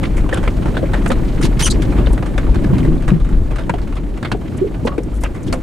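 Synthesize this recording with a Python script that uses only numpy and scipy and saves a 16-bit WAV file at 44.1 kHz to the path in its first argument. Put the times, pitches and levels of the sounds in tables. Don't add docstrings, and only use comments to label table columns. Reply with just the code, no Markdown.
import sys
import numpy as np
from scipy import signal
from scipy.fft import rfft, irfft
from scipy.io import wavfile
from scipy.ndimage import uniform_filter1d

SR = 44100
rng = np.random.default_rng(int(sys.argv[2]) if len(sys.argv) > 2 else 0)


def int16_out(signal):
    q = np.round(np.clip(np.atleast_2d(signal).T, -1, 1) * 32767)
    wavfile.write(sys.argv[1], SR, q.astype(np.int16))


def attenuation_scalar(level_db):
    decades = np.asarray(level_db, float) / 20
    return 10 ** decades


N = 247842

# (frequency [Hz], density [dB per Hz])
CAB_COLOUR = [(8.8, -27), (15, 1), (32, -4), (48, 2.5), (76, -7), (140, -8), (313, -9.5), (700, -38),
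              (910, -51), (1540, -120)]


def evened(x):
    return x / np.sqrt(np.mean(x ** 2) + 1e-20)


def steadied(x, seconds):
    return evened(x / np.sqrt(uniform_filter1d((x ** 2).mean(0), int(seconds * SR)) + 0.067))


def lumps(seconds):
    width = int(seconds * SR)
    return evened(uniform_filter1d(uniform_filter1d(rng.standard_normal(N), width), width))


def unevenness(shape, width):
    return evened(uniform_filter1d(rng.standard_normal(shape), width))


def read(points, hz):
    f, value = np.transpose(points)
    return np.interp(np.log(hz + 1), np.log(f + 1), value)


def add(mix, s, sound):
    part = mix[:, round(s * SR):][:, :sound.shape[1]]
    part += sound[:, :part.shape[1]]


def resonate(x, hz, width):
    turn = np.exp(2j * np.pi * np.cumsum(hz * np.ones(x.shape[-1])) / SR)
    r = np.exp(-np.pi * width / SR)
    return 2 * (turn * signal.lfilter([1 - r], [1, -r], x / turn)).real


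def pair(colour_db, size):
    # (frequency [Hz], left-right likeness [0 to 1])
    likeness = [(60, 0.95), (130, 0.8), (290, 0.83), (640, 0.47), (1410, 0.74), (3100, 0.61), (6820, 0.85),
                (15000, 1)]
    # (frequency [Hz], left over right [dB])
    balance = [(60, 3), (180, 0.7), (550, -4), (1650, -1), (4970, -0.69), (15000, 0.34)]
    hz = np.fft.rfftfreq(size, 1 / SR)
    a, b = rfft(rng.standard_normal((2, size)))
    same = np.clip(read(likeness, hz), 0, 1)
    ports = np.array([a, same * a + np.sqrt(1 - same ** 2) * b])
    ports = ports * attenuation_scalar(colour_db(hz) + [[.5], [-.5]] * read(balance, hz))
    return evened(irfft(ports, size))


def surges(rows):
    t = np.arange(0, N / SR + .002, .001)
    swell_db = sum(db * np.exp(-((t - s) / (0.8 * max(length, .01))) ** 2) for s, db, length in rows)
    return np.interp(np.arange(N) / SR, t, swell_db)


def controls():
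    # (time [s], boom pitch [Hz], engine effort [dB], push against the snow [dB])
    load = [(0.0, 38.1, -21.5, -34.5), (0.5, 37.02, -18.5, -34), (0.95, 38.38, -17, -33.5),
            (1.38, 32.52, -18, -33), (1.52, 40, -15, -33.5), (1.77, 52.3, -15.5, -32),
            (2.0, 50.64, -15.5, -32), (2.2, 36, -19, -34), (2.5, 42.57, -14, -37.5),
            (2.83, 44.17, -18, -35.5), (2.99, 32.4, -16, -39.5), (3.24, 36.1, -15.5, -41),
            (3.37, 41.13, -17.5, -38.5), (3.94, 43.7, -19.5, -39.5), (4.269, 37.63, -23.5, -40),
            (4.65, 44.86, -27, -38), (4.93, 57.6, -24, -40.5), (5.62, 44.5, -22, -38.5)]
    # (time [s], extra boom [dB], length [s])
    lurches = [(.19, 8, 0.11), (.47, 6, .05), (.64, 3, .08), (.77, -2.5, 0.11), (1.22, 3, .15),
               (2.11, 9, 0.087), (2.5, 6, 0.054), (2.62, -0.5, 0.11), (2.92, 7.5, 0.075), (2.99, -5, 0.045),
               (3.09, 3.5, .06), (3.14, -7, .04), (3.24, 4.5, 0.043), (3.3, -9, .04), (3.38, 9.5, 0.11),
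               (4.22, -9, .06), (4.52, -13, 0.061), (4.77, 4, 0.055), (4.84, -1, 0.053), (4.93, 2, .05),
               (4.98, -5, 0.047), (5.2, 4.5, 0.18), (5.48, 2.5, 0.084)]
    # (time [s], extra drumming [dB], length [s])
    slumps = [(.77, 1.5, 0.057), (1.1, 0.5, 0.15), (1.44, 6.5, 0.031), (1.98, 1, 0.065), (2.45, 5.5, 0.076),
              (2.6, 7, 0.12), (2.72, 5, 0.091), (2.83, 8, 0.099), (2.96, 7.5, .12), (3.13, 8, 0.07),
              (3.3, 5.5, 0.085), (3.7, 2.5, .08), (4.27, 2.5, 0.086), (4.55, 2.5, 0.088), (4.85, 5, 0.035),
              (5.48, 4.5, 0.062)]
    s, *columns = np.transpose(load)
    hz, effort_db, push_db = (np.interp(np.arange(N) / SR, s, c) for c in columns)
    heap_db = surges(slumps)
    boom_db = effort_db + surges(lurches)
    drum_db = push_db + 13.5 + heap_db
    drum_hz = 112 + 4 * heap_db
    clatter_db = push_db + .35 * heap_db
    return hz, boom_db, drum_db, drum_hz, clatter_db


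def hiss():
    return attenuation_scalar(-61.0) * pair(lambda f: -30 * (f < 3000) - 1.64 * f / 1000, N)


def crumbs():
    out, t = np.zeros((2, N)), np.arange(1500) / SR
    for centre_hz in np.geomspace(600, 3500, 8):
        hits = rng.random(N) < 14 / SR
        size = attenuation_scalar(3.0 * np.minimum(rng.exponential(1, N), 3)) * hits
        grain = pair(lambda f: -7.5 * np.log2(f / centre_hz + 1e-3) ** 2, 1500)
        grain = grain * t / .003 * np.exp(-t / 0.0055)
        out += signal.oaconvolve(size[None], grain * 600 / centre_hz)[:, :N]
    *_, clatter_db = controls()
    return evened(out) * attenuation_scalar(clatter_db - 5.5)


def crunch(db, hz, t60):
    t = np.arange(5000) / SR
    cracks = rng.standard_normal((2, 5000)) * (rng.random(5000) < 1500 / SR)
    shared = cracks[:1] + .4 * cracks
    ring = evened(resonate(resonate(shared, hz, .22 * hz), hz, .3 * hz))
    return attenuation_scalar(db - 5.0 - 60 * t / np.clip(t60, .02, .3)) * np.minimum(t / .0025, 1) * ring


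def crunches(mix):
    # (time [s], peak [dB], pitch [Hz], t60 [s])
    cracks = [(.2613, -27, 1030, .06), (.341, -20, 3400, .05), (.341, -20, 1100, .06),
              (.4735, -20, 2500, .06), (.5741, -25, 800, .06), (1.0106, -26, 980, .06),
              (1.4087, -25, 1400, .06), (1.4496, -18, 900, .06), (1.6043, -14, 1000, .1),
              (1.672, -20, 1300, .08), (1.705, -19, 7300, .08), (1.706, -18, 4080, .07),
              (1.718, -30, 5000, .12), (1.74, -28, 2500, .08), (2.06, -26, 3500, .05),
              (2.1031, -23, 900, .07), (2.359, -24, 720, .05), (2.4329, -24, 1170, .06),
              (2.486, -21, 900, .07), (2.537, -28, 2200, .05), (2.683, -28, 1600, .05),
              (2.7122, -28, 1090, .06), (2.7335, -24, 1000, .07), (2.75, -31, 2150, .12),
              (2.781, -32, 4000, .04), (2.803, -31, 3000, .05), (2.828, -31, 2050, .08),
              (2.9168, -27, 1200, .05), (3.11, -8, 310, .1), (3.31, -11, 270, .1), (3.967, -30, 3500, .04),
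              (4.345, -16, 700, .07), (4.885, -19, 1100, .08), (4.925, -21, 600, .15), (5.0, -22, 500, .12),
              (5.128, -33, 1300, .1), (5.225, -30, 2200, .06), (5.245, -24, 2600, .08),
              (.034, -20, 2100, .1), (.768, -19, 1510, .07), (2.379, -17, 1530, .06),
              (3.695, -13, 1550, .06), (4.316, -20, 4300, .05), (1.812, -38, 6000, .08),
              (3.633, -32, 3000, .05), (3.815, -36, 4500, .04), (2.978, -39, 3700, .04),
              (3.102, -27, 2500, .06), (5.48, -33, 3200, .05), (.855, -28, 2100, .08)]
    for s, *crack in cracks:
        add(mix, s, crunch(*crack))


def squeak(mix):
    # (time [s], pitch [Hz], level [dB])
    path = [
        (1.622, 2950, -30),
        (1.628, 2975, -18),
        (1.634, 2990, -20),
        (1.638, 3200, -17),
        (1.652, 3260, -23),
        (1.658, 2960, -17),
        (1.673, 2950, -19),
        (1.68, 3200, -28),
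        (1.695, 3180, -40),
    ]
    # (multiple of the pitch [1], level [dB])
    orders = [(1, -4), (2, -1), (3, -4), (4, -28)]
    s, hz, db = np.transpose(path)
    t = np.arange(s[0], s[-1], 1 / SR)
    waver = 1 + 0.022 * unevenness(8000, 60)[:len(t)]
    turns = np.cumsum(np.interp(t, s, hz) * waver) / SR
    grip = attenuation_scalar(3.9 * unevenness((4, 8000), 70)[:, :len(t)])
    tone = sum(attenuation_scalar(level_db) * grip[round(k) - 1] * np.sin(2 * np.pi * round(k) * turns)
               for k, level_db in orders)
    add(mix, s[0], np.array([1.05, .95])[:, None] * attenuation_scalar(np.interp(t, s, db)) * tone)


def scrape(start, end, db, centre_hz, octaves):
    t = np.arange(0, end - start, 1 / SR)

    def colour_db(f):
        hump = -6.5 * (np.log2(f / centre_hz + 1e-3) / octaves) ** 2
        return hump - 5.5 * np.maximum(f / 1000 - 11.3, 0)

    grains = pair(colour_db, 4096) * attenuation_scalar(2 * unevenness(4096, 160))
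    fade = np.minimum((t[-1] - t) / (0.38 * t[-1]), 1) ** 2
    return attenuation_scalar(db) * grains[:, :len(t)] * np.minimum(t / 0.0057, 1) * fade


def scrapes(mix):
    # (start [s], end [s], level [dB], colour centre [Hz], colour width [octaves])
    drags = [(0.34, 0.35, -29.5, 8500, 0.33), (1.073, 1.104, -36, 7650, 0.51),
             (1.406, 1.423, -46, 8000, 0.69), (1.424, 1.487, -27, 2380, 1.5),
             (1.591, 1.65, -22, 2250, 1.65), (1.64, 1.701, -26, 6050, 0.71),
             (1.663, 1.698, -23, 1700, 0.96), (1.699, 1.733, -23, 4180, 0.22),
             (1.698, 1.73, -26.5, 7260, 0.48), (2.126, 2.139, -37.5, 9010, 0.31),
             (4.567, 4.591, -45, 7910, 0.41), (4.866, 4.892, -27.5, 1820, 1),
             (0.045, 0.07, -31.5, 1780, 1.04), (0.452, 0.463, -44, 1590, 0.69),
             (4.474, 4.492, -38.5, 1790, 1.05), (4.579, 4.599, -38, 1790, 0.79),
             (5.463, 5.505, -41, 2495, 1.46), (5.138, 5.201, -50, 8430, 0.55),
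             (5.205, 5.255, -45, 10900, 1.5), (5.246, 5.276, -31.5, 1383, 0.6),
             (4.847, 4.876, -43.5, 6000, 1.16), (5.426, 5.448, -46, 7247, 0.45)]
    for row in drags:
        add(mix, row[0], scrape(*row))


def rattle(db, treble_db, body_db, ring_hz, t60):
    t, t60 = np.arange(6000) / SR, np.clip(t60, .02, .4)
    # (frequency [Hz], level [dB])
    middle_colour = [(700, -68), (1000, 6), (2500, -3.5), (5000, -17), (7000, -53)]
    treble_colour = [(4000, -34), (5200, -6.0), (9000, -5.5), (12000, -19.0), (16000, -29)]
    body_colour = [(330, -16), (480, 13), (950, 4.5), (1300, -60.0)]
    middle = pair(lambda f: read(middle_colour, f), 6000)
    rings = resonate(middle, ring_hz, 140)
    for k in rng.uniform(0.91, 3.38, 2):
        rings = rings + 1.04 * resonate(middle, ring_hz * k, 330)
    middle = evened(middle + 0.8 * evened(rings))
    treble = attenuation_scalar(treble_db + 5.0 - 25 * t / t60) * pair(lambda f: read(treble_colour, f), 6000)
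    body = attenuation_scalar(np.minimum(body_db, 3) + 3.5) * pair(lambda f: read(body_colour, f), 6000)
    chatter = attenuation_scalar(2.0 * np.minimum(t / 0.014, 1) * unevenness(6000, 220))
    onset = 0.011 * t60 * attenuation_scalar(-.4 * (db + 22.0))
    return attenuation_scalar(db - 7.0 - 60 * t / t60) * (1 - np.exp(-t / onset)) * chatter * (middle + treble + body)


def rattles(mix):
    # (time [s], peak [dB], treble share [dB], t60 [s])
    hitch = [(.6564, -19, -21, .11), (.83, -26, -25, 0.18), (.9572, -25, -17, 0.079),
             (1.1029, -10.5, -25, 0.086), (1.9753, -24, -32, 0.34), (2.2248, -17, -24, 0.09),
             (2.4647, -22, -37, 0.13), (2.6264, -29, -29, 0.07), (2.7331, -26, -29, 0.096),
             (3.5074, -23, -21, 0.11), (3.7378, -20.5, -22, 0.077), (3.8147, -31.5, -18, 0.16),
             (3.9543, -29, -11, 0.058), (4.8703, -16, -24, 0.12), (4.9795, -20.5, -18, 0.065),
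             (2.129, -29, -8, .1), (3.6949, -9.5, -20, 0.045), (5.2359, -15.5, -8, 0.04),
             (5.5253, -13.5, -12, 0.11)]
    chain = [(.0298, -16, -22, 0.14), (.4768, -10, -25, 0.05), (.62, -24, -26, .17), (.6789, -23, -20, .11),
             (1.038, -28, -15, .16), (1.06, -10, -20, .064), (1.1159, -11, -17.5, .076),
             (2.2587, -21.5, -19, 0.14), (2.7805, -22, -17, .11), (2.8479, -23.5, -23, 0.16),
             (3.078, -16, -19, 0.16), (3.5577, -20.5, -19, .11), (3.7817, -23.5, -23, 0.081),
             (3.8715, -30, -18, 0.097), (3.9239, -24, -23, 0.08), (3.9658, -23.5, -22, .1),
             (4.1743, -22, -21, 0.071), (4.9192, -28, -35, .11), (5.0329, -46, 12, .04),
             (5.3442, -27, -17, 0.23), (3.198, -28, -20, 0.11), (3.246, -28, -16, 0.085),
             (3.288, -27, -16, 0.08), (3.324, -27, -29, 0.12)]
    bracket = [(.2902, -19.5, -20, 0.087), (.4279, -20, -20, 0.24), (.7402, -23.5, -29, .16),
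               (.7682, -12.5, -26, 0.078), (1.9205, -22.5, -31, .11), (2.0696, -13.5, -27, 0.042),
               (2.3779, -13, -19.5, 0.094), (2.5435, -22, -17, 0.084), (2.6428, -17.5, -23, 0.064),
               (3.022, -27, -16, 0.092), (4.316, -12, -19, 0.075), (4.7406, -28.5, -23, 0.1),
               (5.2364, -21, -19, 0.14), (.3262, -17, -21, 0.26), (.3721, -16.5, -18.5, 0.096),
               (.9323, -14, -23, 0.18), (2.1769, -19, -23, 0.062), (2.5555, -19.5, -22, 0.07),
               (3.5832, -20.5, -21, 0.18), (4.2277, -16.5, -20, 0.059)]
    spring = [
        (.1665, -22.5, -12, 0.18),
        (1.4122, -28.5, -2, 0.21),
        (1.8202, -17, -13.5, 0.087),
        (4.2472, -15.5, -26, 0.11),
    ]
    # (slaps, body share [dB], ring [Hz])
    joints = [(hitch, 0.96, 1070), (chain, -5.5, 1210), (bracket, -2, 1560), (spring, -8, 2140)]
    for slaps, body_db, ring_hz in joints:
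        for s, db, treble_db, t60 in slaps:
            add(mix, s, rattle(db, treble_db, body_db, ring_hz, t60))


def clonk(db, hz, t60, pan_db):
    t = np.arange(12000) / SR
    rise = np.sin(np.pi / 2 * np.minimum(t * hz / 2.5, 1)) ** 2
    phase = 2 * np.pi * rng.random((2, 2))
    ring = np.sin(2 * np.pi * hz * t + 0.56 * phase[:, :1] / np.pi)
    ring = ring + 0.67 * np.sin(2 * np.pi * hz * 1.09 * t + phase[:, 1:])
    side_db = np.clip(pan_db, -6, 6) * np.array([[.5], [-.5]])
    return attenuation_scalar(db - 2.5 - 60 * t / np.clip(t60, .02, .6) + side_db) * rise * ring


def clonks(mix):
    # (time [s], peak [dB], pitch [Hz], t60 [s], left over right [dB])
    knocks = [(0.327, -10, 500, 0.091, 6), (1.1, -3.5, 230, 0.1, 7), (2.722, -0.5, 188, 0.14, -2),
              (3.112, 8, 173.5, 0.07, 8), (3.2, -7, 125, .12, 1), (3.308, -4, 190, 0.1, -1),
              (3.385, -8, 95, .2, 1), (3.693, -4.5, 165, 0.085, -1), (3.734, -15, 410, 0.11, 2),
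              (4.308, -3, 110, 0.1, 3), (4.343, -6, 400, 0.05, 6), (4.848, -7.5, 231.9, 0.15, 5),
              (4.978, -5, 310, 0.059, 5), (5.529, -18.5, 514, 0.17, -7),
              (0.326, -9.5, 1730, 0.039, -5), (0.657, -19, 896, 0.057, 1), (1.423, -26, 2090, 0.054, -5),
             (.828, -2.5, 544, 0.056, 14), (4.612, -1.5, 369.5, 0.14, 0.5), (4.641, -10, 412, 0.13, -5),
             (4.978, -7.5, 453, 0.074, 2), (2.486, -12.5, 518, 0.055, 1), (3.694, -1, 930, 0.03, -2),
             (1.1, -6, 520, 0.07, 0), (3.738, -11, 717, 0.056, -2), (4.316, -14.5, 1497, 0.042, -5),
             (4.316, -8, 890, 0.022, -17), (3.126, 2, 160, 0.14, -2), (3.121, -19, 303, 0.16, -5),
             (4.849, -21, 870, 0.085, -9), (4.85, -5, 454, 0.055, -3), (4.917, -23.5, 1130, 0.13, -2),
             (5.527, -16, 4380, 0.027, 1)]
    for s, *blow in knocks:
        add(mix, s, clonk(*blow))


def snow_drum(drum_db, drum_hz):
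    def colour_db(f):
        return read(CAB_COLOUR, f) - 40 * (f < 70) - 14 * np.clip(np.log2(f / 420 + 1e-9), 0, 3)

    drum = pair(colour_db, N)
    blade = 0.58 * resonate(drum, drum_hz, 45)
    panel = 0.36 * resonate(drum, 354.0, 42.0)
    drum = evened(drum + blade + panel)
    return steadied(drum, 0.052) * attenuation_scalar(drum_db + 2.04 * lumps(0.014) + 0.25)


def engine(hz, boom_db, clatter_db):
    # (frequency [Hz], density [dB per Hz])
    clatter_colour = [(240, -27), (400, 1), (569, 0), (685, -5), (1150, -13), (1290, -18), (1720, -17.5),
                      (4260, -29), (5200, -34), (8120, -31), (15700, -42.5)]
    turns = np.cumsum(hz * (1 + 0.0527 * lumps(0.026))) / SR
    shake = steadied(pair(lambda f: read(CAB_COLOUR, f) - 40 * (f > 70), N), 0.08)
    firing = np.sqrt(2) * np.sin(2 * np.pi * turns) * attenuation_scalar(0.42 * lumps(0.029))
    firing = firing * attenuation_scalar([[1.], [-1.]])
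    boom = attenuation_scalar(boom_db) * evened(0.6 * firing + 0.75 * shake)
    ticking = attenuation_scalar(0.99 * lumps(0.0063) + 0.5 * np.cos(2 * np.pi * turns))
    clatter = pair(lambda f: read(clatter_colour, f) - 40 * (f < 400), N)
    return boom + clatter * ticking * attenuation_scalar(clatter_db + 0.5)


def scene():
    hz, boom_db, drum_db, drum_hz, clatter_db = controls()
    mix = hiss() + crumbs() + snow_drum(drum_db, drum_hz) + engine(hz, boom_db, clatter_db)
    for layer in (crunches, squeak, scrapes, rattles, clonks):
        layer(mix)
    return mix


def roll_off(x):
    return signal.sosfilt(signal.butter(12, 15860, fs=SR, output="sos"), x)


def record(dry):
    limited = signal.oaconvolve(dry, signal.firwin(255, 15800, fs=SR)[None], "same")
    return roll_off(np.clip(limited, -1, 1))


dry = scene()
out = record(dry)
int16_out(out)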